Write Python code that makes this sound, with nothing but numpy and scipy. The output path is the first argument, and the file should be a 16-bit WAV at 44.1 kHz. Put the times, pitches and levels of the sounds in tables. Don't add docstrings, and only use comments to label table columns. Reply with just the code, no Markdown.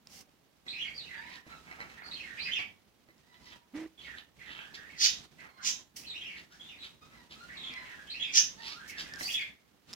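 import sys
import numpy as np
from scipy import signal
from scipy.fft import irfft, next_fast_len
from scipy.io import wavfile
from scipy.ndimage import uniform_filter1d

SR = 44100
rng = np.random.default_rng(int(sys.argv[2]) if len(sys.argv) > 2 else 0)


def waveform_to_disk(signal):
    frames = np.transpose(np.atleast_2d(signal))
    scaled = np.clip(frames, -1, 1) * 32767
    samples = np.round(scaled).astype(np.int16)
    wavfile.write(sys.argv[1], SR, samples)


N = 438787
TIME = np.arange(N) / SR


def from_db(db):
    return np.exp(np.asarray(db) * (np.log(10) / 20))


def rms_one(x):
    return x / np.sqrt(np.mean(x ** 2) + 1e-20)


def at_hz(points, hz):
    freqs, values = np.transpose(points)
    return np.interp(np.log(np.maximum(hz, 1)), np.log(freqs), values)


def drift(corner_hz):
    pole = np.exp(-80 * np.pi * corner_hz / SR)
    white = rng.standard_normal(N // 40 + 2002)
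    slow = signal.lfilter([1], [1, -2 * pole, pole * pole], white)[2000:]
    return np.interp(np.arange(N) / 40, np.arange(len(slow)), rms_one(slow))


def noise(spectrum, size=N):
    padded = next_fast_len(size, real=True)
    hz = np.fft.rfftfreq(padded, 1 / SR)
    white = rng.standard_normal(len(hz)) + 1j * rng.standard_normal(len(hz))
    return rms_one(irfft(white * from_db(at_hz(spectrum, hz)), padded)[:size])


def stereo_noise(spectrum, correlation):
    common = np.sqrt((1 + correlation) / 2) * noise(spectrum)
    opposed = np.sqrt((1 - correlation) / 2) * noise(spectrum)
    return common + opposed * [[1], [-1]]


def impulses(rows):
    out = np.zeros(N)
    for t, db in rows:
        out[min(int(t * SR), N - 1)] += from_db(db)
    return out


def ring(force, modes):
    out = 0
    for hz, db, t60 in modes:
        r, w = from_db(-60 / (t60 * SR)), 2 * np.pi * hz / SR
        blows = force * from_db(db + 2 * rng.standard_normal(N))
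        out = out + signal.lfilter([0, np.sin(w)], [1, -2 * r * np.cos(w), r * r], blows + 1e-18)
    return out


def swell(t, half_length, rise=1):
    span = np.flatnonzero(abs(TIME - t) < 4 * half_length)
    lag = (TIME[span] - t) / half_length
    return span, np.exp(-.5 * np.where(lag < 0, lag / rise, lag) ** 2)


def envelope(t, length, attack_s, release_s):
    span = np.arange(max(int(t * SR), 0), min(int((t + length + 8 * release_s) * SR), N))
    age = np.maximum(TIME[span] - t, 0)
    rise = np.sin(np.pi / 2 * np.minimum(age / attack_s, 1))
    return span, age, rise * np.exp(-np.maximum(age - length, 0) / release_s)


def strokes(rows):
    gain = np.zeros(N)
    for t, length, db, attack_s, release_s in rows:
        span, _, shape = envelope(t, length, attack_s, release_s)
        gain[span] = np.maximum(gain[span], from_db(db) * shape)
    return gain


def glides(notes, attack_s, release_s, sag_db):
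    pitch, gain = np.full(N, float(notes[0][2])), np.zeros(N)
    for t, length, first_hz, last_hz, db in notes:
        span, age, shape = envelope(t, length, attack_s, release_s)
        along = np.minimum(age / length, 1)
        pitch[span] = first_hz * (last_hz / first_hz) ** along
        gain[span] = np.maximum(gain[span], from_db(db - sag_db * (along - 1.5)) * shape)
    return pitch, gain


def room(x, direct_db, lag_s):
    decay_times = [(100, 0.93), (1000, 0.33), (2500, 0.31), (5500, 0.27), (9000, 0.31), (16000, 0.2)]
    t = TIME[:int(.7 * SR)]
    edges_hz = np.geomspace(60, 17000, 9)
    white, tail = rng.standard_normal((2, len(t))), 0
    for low, high in zip(edges_hz, edges_hz[1:]):
        band = signal.sosfilt(signal.butter(2, [low, high], "band", fs=SR, output="sos"), white)
        tail = tail + band * np.exp(-np.log(1000) * t / at_hz(decay_times, np.sqrt(low * high)))
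    tail = tail * (t > .002)
    response = tail / np.sqrt(np.sum(tail ** 2, axis=1, keepdims=True))
    response[0, 0] += from_db(direct_db)
    response[1, int(lag_s * SR)] += from_db(direct_db)
    return signal.fftconvolve(x[None], response, axes=1)[:, :N] / np.hypot(1, from_db(direct_db))


def hiss(level_db=-71):
    spectrum = [(100, 4), (500, 15.5), (2000, 6.5), (6000, -8.5), (10000, 0.5), (15500, 3)]
    return from_db(level_db) * stereo_noise(spectrum, correlation=.1)


def background(rumble_db=3, rustle_db=3, rest_db=-71, attack_s=.03, release_s=.035, rustle_exponent=1.31):
    rises = [(.06, .14, -70), (0.65, 0.73, -66.5), (1.456, 0.51, -67), (2.042, 0.58, -64.5),
             (3.16, 0.34, -74), (3.38, .19, -68.5), (3.738, 0.078, -61.5), (3.971, 0.21, -67.5),
             (4.35, 0.74, -68.5), (4.994, 0.26, -63.5), (5.306, .16, -68), (5.626, 0.19, -66.5),
             (5.968, 0.48, -68), (6.52, 0.43, -69.5), (7.006, 0.26, -68), (7.289, 2.02, -66),
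             (8.968, .24, -62), (9.215, 0.28, -66.5), (9.865, 0.055, -64.5)]
    rumble_spectrum = [(20, -25), (35, -31.5), (58, 6), (95, -2.5), (150, 2.5), (235, 3), (370, -3),
                       (525, -7.5), (900, -10.5), (1300, -14), (2500, -77.5)]
    rustle_spectrum = [(300, -9), (700, -11), (1500, -6), (3000, -6), (6000, -10.5), (8500, -17.5),
                       (15500, -32)]
    rumble_gain = np.hypot(from_db(rest_db), strokes([(*rise, attack_s, release_s) for rise in rises]))
    rustle_gain = rumble_gain * rms_one(rumble_gain) ** (rustle_exponent - 1)
    rumble = from_db(rumble_db + 1.5 * drift(26)) * stereo_noise(rumble_spectrum, correlation=.5)
    rustle = from_db(rustle_db + 1.5 * drift(50)) * stereo_noise(rustle_spectrum, correlation=.08)
    return rumble_gain * rumble + rustle_gain * rustle


def thuds(level_db=-10):
    landings = [(0.275, -58), (0.664, -74), (1.467, -46.5), (1.797, -52), (2.141, -49), (2.591, -49),
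                (3.089, -51), (5.208, -57), (7.698, -44.5), (9.029, -48), (9.212, -39), (9.887, -56)]
    modes = [(62, -26, 0.13), (159, -4.5, 0.17), (255, -2.5, 0.16), (320, 1, 0.13), (460, -6, 0.1),
             (590, 0.5, 0.045)]
    return from_db(level_db) * ring(impulses(landings), modes)


def brushes(level_db=6.5, grain_db=1.5):
    contacts = [(.075, 0.14, -60.5, 0.084, 0.016), (5.958, 0.01, -50.5, 0.015, 0.047),
                (8.873, 0.025, -55.5, 0.015, 0.027), (9.182, .16, -50.5, 0.029, 0.038)]
    spectrum = [(880, -20), (1500, -24), (2030, -9), (2470, -13.5), (2670, -10), (3000, -7.5), (3610, -13),
                (5560, -2.5), (7600, -12.5), (15500, -18)]
    gain = strokes(contacts) * from_db(level_db + grain_db * drift(52))
    return gain * stereo_noise(spectrum, correlation=.077)


def ticks():
    taps = [(.072, -20.5), (3.181, -39), (7.739, -25), (9.138, -20.5), (9.159, -21.5), (9.931, -16.5),
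            (9.936, -14.5), (9.940, -26)]
    modes = [(2740, -43, 0.026), (3870, -36, 0.023), (5170, -13.5, 0.0054), (7000, -37, 0.021)]
    return ring(impulses(taps), modes)


def bump(t=3.733, length_s=.13, attack_s=.06, level_db=-36, ring_db=-21, rattle_db=-11, judder_db=2):
    rattle_spectrum = [(100, -31.5), (180, -14), (500, -5), (950, -10), (1400, -13), (2000, -4.5),
                       (3000, -17.5), (5500, -32), (9000, -54)]
    first_hz, firm_hz, firming_s, sag_db_per_s = 220, 320.7, .018, 108
    age = np.maximum(TIME - t, 0)
    pitch = firm_hz + (first_hz - firm_hz) * np.exp(-age / firming_s)
    hum = np.sqrt(2) * np.sin(2 * np.pi * np.cumsum(pitch) / SR) * from_db(judder_db * drift(64))
    rattle = from_db(rattle_db) * stereo_noise(rattle_spectrum, correlation=.7)
    contact = strokes([(t, length_s, level_db, attack_s, .0025)]) * from_db(-sag_db_per_s * age)
    ringing = strokes([(t, length_s, level_db + ring_db, attack_s, .05)])
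    return (contact + ringing) * (hum + rattle)


def scuffs(level_db=-1, grain_db=4, skirt_db=-20):
    slides = [(1.34, -48.5, 0.023, 3780), (1.517, -51, 0.035, 1903), (1.717, -48, 0.039, 1870),
              (1.82, -44, 0.027, 1860), (1.929, -55.5, 0.042, 2120), (2.061, -51.5, 0.044, 1563),
              (2.422, -49, 0.035, 2760), (2.606, -52, 0.011, 1410), (3.35, -60.5, 0.012, 3190),
              (3.48, -54.5, 0.034, 4300), (3.526, -50.5, 0.018, 2750), (4.046, -52.5, 0.032, 3490),
              (4.185, -45.5, 0.015, 3240), (4.515, -45.5, 0.031, 3050), (4.597, -45, 0.044, 2620),
              (4.751, -40, 0.011, 4050), (5.456, -50.5, 0.028, 1800), (6.389, -47.5, 0.017, 3620),
              (6.531, -55, 0.019, 4640), (6.849, -42.5, 0.017, 3400), (7.14, -53.5, 0.02, 1800),
              (7.323, -45.5, 0.016, 3540), (7.707, -53, 0.05, 2170), (7.886, -51, 0.047, 2500),
              (8.686, -39.5, 0.043, 4000), (8.998, -34, 0.016, 4150), (9.902, -54.5, 0.018, 4050)]
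    out = np.zeros(N)
    for t, db, half_length, hz in slides:
        span, shape = swell(t, half_length, rise=min(1, half_length / .021))
        spectrum = [(hz / 6, skirt_db), (hz / 1.615, -3), (hz * 1.18, 0),
                    (hz * 1.785, skirt_db), (hz * 4, -38)]
        out[span] += from_db(db + level_db) * shape * noise(spectrum, len(span))
    return out * rms_one(from_db(grain_db * drift(250)))


def mesh(level_db=-9, chatter_per_s=400, settle_s=.025, chatter_db=-6):
    grabs = [(0.666, -52), (1.329, -52.5), (1.469, -62), (1.713, -46.5), (1.804, -41.5), (1.899, -53),
             (2.592, -42), (3.087, -58), (3.444, -70), (4.74, -52.5), (5.469, -69), (6.378, -69),
             (7.701, -60), (8.981, -49), (9.209, -37.5)]
    modes = [(507, -14, 0.027), (794, -5.5, 0.17), (1070, -2, .03), (1162, -1.5, 0.082),
             (1587, -12.5, 0.041), (2027, 20, 0.022), (2530, 0, 0.024), (2700, -3.5, 0.018),
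             (4030, 6.5, 0.016), (4100, -1.5, 0.018), (5300, -2, 0.024)]
    blows = impulses(grabs)
    shaking = signal.lfilter([1], [1, -np.exp(-1 / (settle_s * SR))], blows + 1e-18)
    touches = (rng.random(N) < chatter_per_s / SR) * rng.standard_normal(N)
    return from_db(level_db) * ring(blows + from_db(chatter_db) * shaking * touches, modes)


def whines(level_db=6, flutter_db=4):
    notes = [(.065, 0.15, 812, 767, -72), (1.135, 0.18, 885, 1058, -54.5), (1.49, 0.08, 1380, 1293, -52.5),
             (3.225, 0.19, 959, 1031, -65.5), (3.46, 0.089, 1015, 951.6, -55.5),
             (5.485, .1, 1079, 1040, -61), (5.61, 0.042, 1055, 1019, -46), (7.005, 0.097, 1238, 1310, -59),
             (7.125, 0.073, 1046, 972.5, -55), (7.35, .125, 1285, 1492, -55),
             (7.55, 0.26, 1077, 1011, -51.5), (8.565, 0.039, 870, 927, -58), (8.63, .14, 965, 1400, -53.5)]
    formants = [(1400, -9), (2000, 4.5), (2700, -12.5), (3200, -15), (4050, 0), (4800, -8), (5400, -22),
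                (6700, -20.5), (7500, -42)]
    pitch, gain = glides(notes, attack_s=.006, release_s=.008, sag_db=-3)
    on = gain > 0
    wavering_hz = pitch * (1 + .016 * drift(70) + .012 * drift(400))
    phase = 2 * np.pi * np.cumsum(wavering_hz)[on] / SR
    overtones = sum(from_db(at_hz(formants, k * pitch[on])) * np.sin(k * phase) for k in range(2, 6))
    tone = np.zeros(N)
    tone[on] = np.sin(phase) + overtones
    flutter = rms_one(from_db(flutter_db * drift(30))) * (1 + .3 * drift(350))
    return gain * tone * flutter * from_db(level_db)


def shrieks(level_db=3.5, rough_db=4):
    cries = [(5.039, -22.5, 0.023, 4440), (5.676, -30.5, 0.021, 7360), (8.371, -20.5, .017, 6030)]
    spectrum = [(300, -45), (900, -29), (1400, -18), (2000, -6), (3000, -4), (4200, -1), (5700, 0),
                (6700, -1), (7500, -17), (9500, -21), (12000, -28), (15500, -33)]
    out = np.zeros(N)
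    hz = np.geomspace(300, 16000, 80)
    for t, db, half_length, throat_hz in cries:
        span, shape = swell(t, half_length)
        formant_db = 8 / (1 + (np.log2(hz / throat_hz) / .2) ** 2)
        breath = noise(np.c_[hz, at_hz(spectrum, hz) + formant_db], len(span))
        out[span] += from_db(db + level_db) * shape * breath
    return out * rms_one(from_db(rough_db * drift(400)))


def twitter(level_db=0, flutter_db=4, overtone_db=-17, hoarse_db=-6, rasp_db=-5):
    notes = [(.678, .036, 3850, 4100, -38), (.728, 0.051, 2380, 2614, -44.5),
             (.787, 0.036, 2867, 3354, -40.5), (.83, 0.053, 2500, 2097, -43.5),
             (.938, 0.033, 4590, 4796, -46.5), (.978, 0.039, 4510, 3874, -38.5),
             (1.03, 0.052, 2910, 2464, -57.5), (1.09, 0.1, 2030, 1782, -46),
             (1.21, 0.16, 2245, 1873, -51.5), (1.965, 0.058, 1746, 2140, -52.5),
             (2.035, 0.052, 4350, 4514, -50), (2.112, 0.033, 3760, 4350, -36),
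             (2.155, .10, 3140, 2050, -47.5), (2.26, 0.12, 1946, 1760, -51),
             (2.375, .018, 2305, 2450, -39.5), (2.395, 0.053, 3905, 5040, -37.5),
             (2.45, 0.047, 2693, 1864, -36.5), (2.51, 0.033, 2917, 3453, -40),
             (2.55, 0.053, 2660, 2253, -37.5), (3.975, 0.063, 3550, 2900, -56),
             (4.04, 0.098, 2260, 1746, -48.5), (4.385, 0.11, 2140, 1900, -51),
             (4.57, 0.14, 1627, 1683, -57.5), (4.765, .12, 1780, 1950, -52.5),
             (4.895, 0.078, 2330, 1920, -51.5), (5.378, 0.04, 1908, 2040, -52),
             (5.58, 0.046, 1447, 1650, -55), (6.022, .035, 2286, 3173, -53.5),
             (6.063, 0.053, 4190, 3734, -42.5), (6.128, 0.057, 2317, 3068, -47),
             (6.205, 0.023, 3290, 3344, -42), (6.228, 0.044, 2390, 2860, -46),
             (6.28, 0.088, 2230, 2100, -45.5), (6.50, 0.074, 1497, 1910, -63),
             (6.595, 0.11, 3414, 3590, -52.5), (6.69, 0.11, 2743, 2030, -56),
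             (6.78, .05, 3950, 3810, -47.5), (7.48, .075, 1750, 2350, -51.5), (7.57, 0.11, 3870, 3400, -43),
             (7.70, 0.12, 2418, 1805, -50), (7.85, .085, 2265, 1736, -49), (7.96, .12, 1680, 1820, -55.5),
             (8.07, 0.024, 3100, 3350, -48.5), (8.097, .038, 3850, 4590, -37),
             (8.138, 0.0346, 2530, 2800, -45), (8.195, .035, 3050, 3450, -37.5),
             (8.232, 0.068, 2510, 2294, -46.5), (8.77, .11, 1480, 1900, -54),
             (8.89, 0.099, 2300, 1660, -46), (9.04, .13, 2150, 1560, -50.5), (9.222, .045, 3890, 4830, -39),
             (9.28, 0.025, 2473, 3330, -36), (9.336, 0.02, 3303, 3440, -32),
             (9.37, .052, 2494, 2205, -37.5)]
    throat = [(900, 0), (2000, 7), (2900, 4), (4000, 8), (5500, 3), (6400, -3), (7200, 0), (8400, -3),
              (9600, -18), (14000, -30)]
    rasp_spectrum = [(800, -41.5), (1500, -22), (2000, 5.5), (2500, 2), (3300, -5.5), (3900, -20),
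                     (5000, -22), (7000, -23.5), (10000, -37.5)]
    pitch, gain = glides(notes, attack_s=.003, release_s=.005, sag_db=1.5)
    quaver_hz = np.minimum(pitch, 2600) * (.045 * drift(80) + .012 * drift(300))
    phase = 2 * np.pi * np.cumsum(pitch + quaver_hz) / SR
    octave_db = at_hz(throat, 2 * pitch) - at_hz(throat, pitch) + overtone_db
    whistle = np.sqrt(2) * (np.sin(phase) + from_db(octave_db) * np.sin(2 * phase))
    shaking = noise([(50, -2), (220, 0), (450, -7), (900, -26), (2000, -60)])
    hoarse = whistle * (1 + from_db(hoarse_db) * shaking) * from_db(flutter_db * drift(58))
    middle_register = np.exp(-(np.log2(pitch / 2500) / .6) ** 2)
    rasp = from_db(rasp_db) * middle_register * noise(rasp_spectrum)
    return gain * from_db(level_db) * (hoarse + rasp)


def scene(near_left_db=-1, near_right_db=3):
    place = [(0, -4), (4.8, -5), (5.1, -5), (5.7, -6), (6.2, -1), (7.8, -1.5), (8.35, -4), (8.7, -5),
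             (9.4, 0)]
    calls = room(twitter() + whines(), direct_db=-10, lag_s=.0004)
    cries = room(shrieks(), direct_db=-3, lag_s=.0004)
    cage = room(scuffs() + mesh(), direct_db=1.5, lag_s=.00029)
    balance_db = np.interp(TIME, *np.transpose(place))
    monkey = (calls + cries + cage) * from_db(balance_db * [[.5], [-.5]])
    near = thuds() + brushes() + ticks() + bump() + background() + hiss()
    return monkey + near * from_db([[near_left_db], [near_right_db]])


def record(dry):
    threshold_db, depth_db, knee_db, cutoff_hz = -57, 4.5, 4, 15850
    power = uniform_filter1d(np.mean(dry ** 2, axis=0), size=1300)
    level_db = 10 * np.log10(np.maximum(power, 1e-12))
    quiet = .5 + .5 * np.tanh((threshold_db - level_db) / knee_db)
    low_pass = signal.ellip(10, .2, 70, cutoff_hz, fs=SR, output="sos")
    return signal.sosfilt(low_pass, dry * from_db(-depth_db * quiet))


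dry = scene()
out = record(dry)
waveform_to_disk(out)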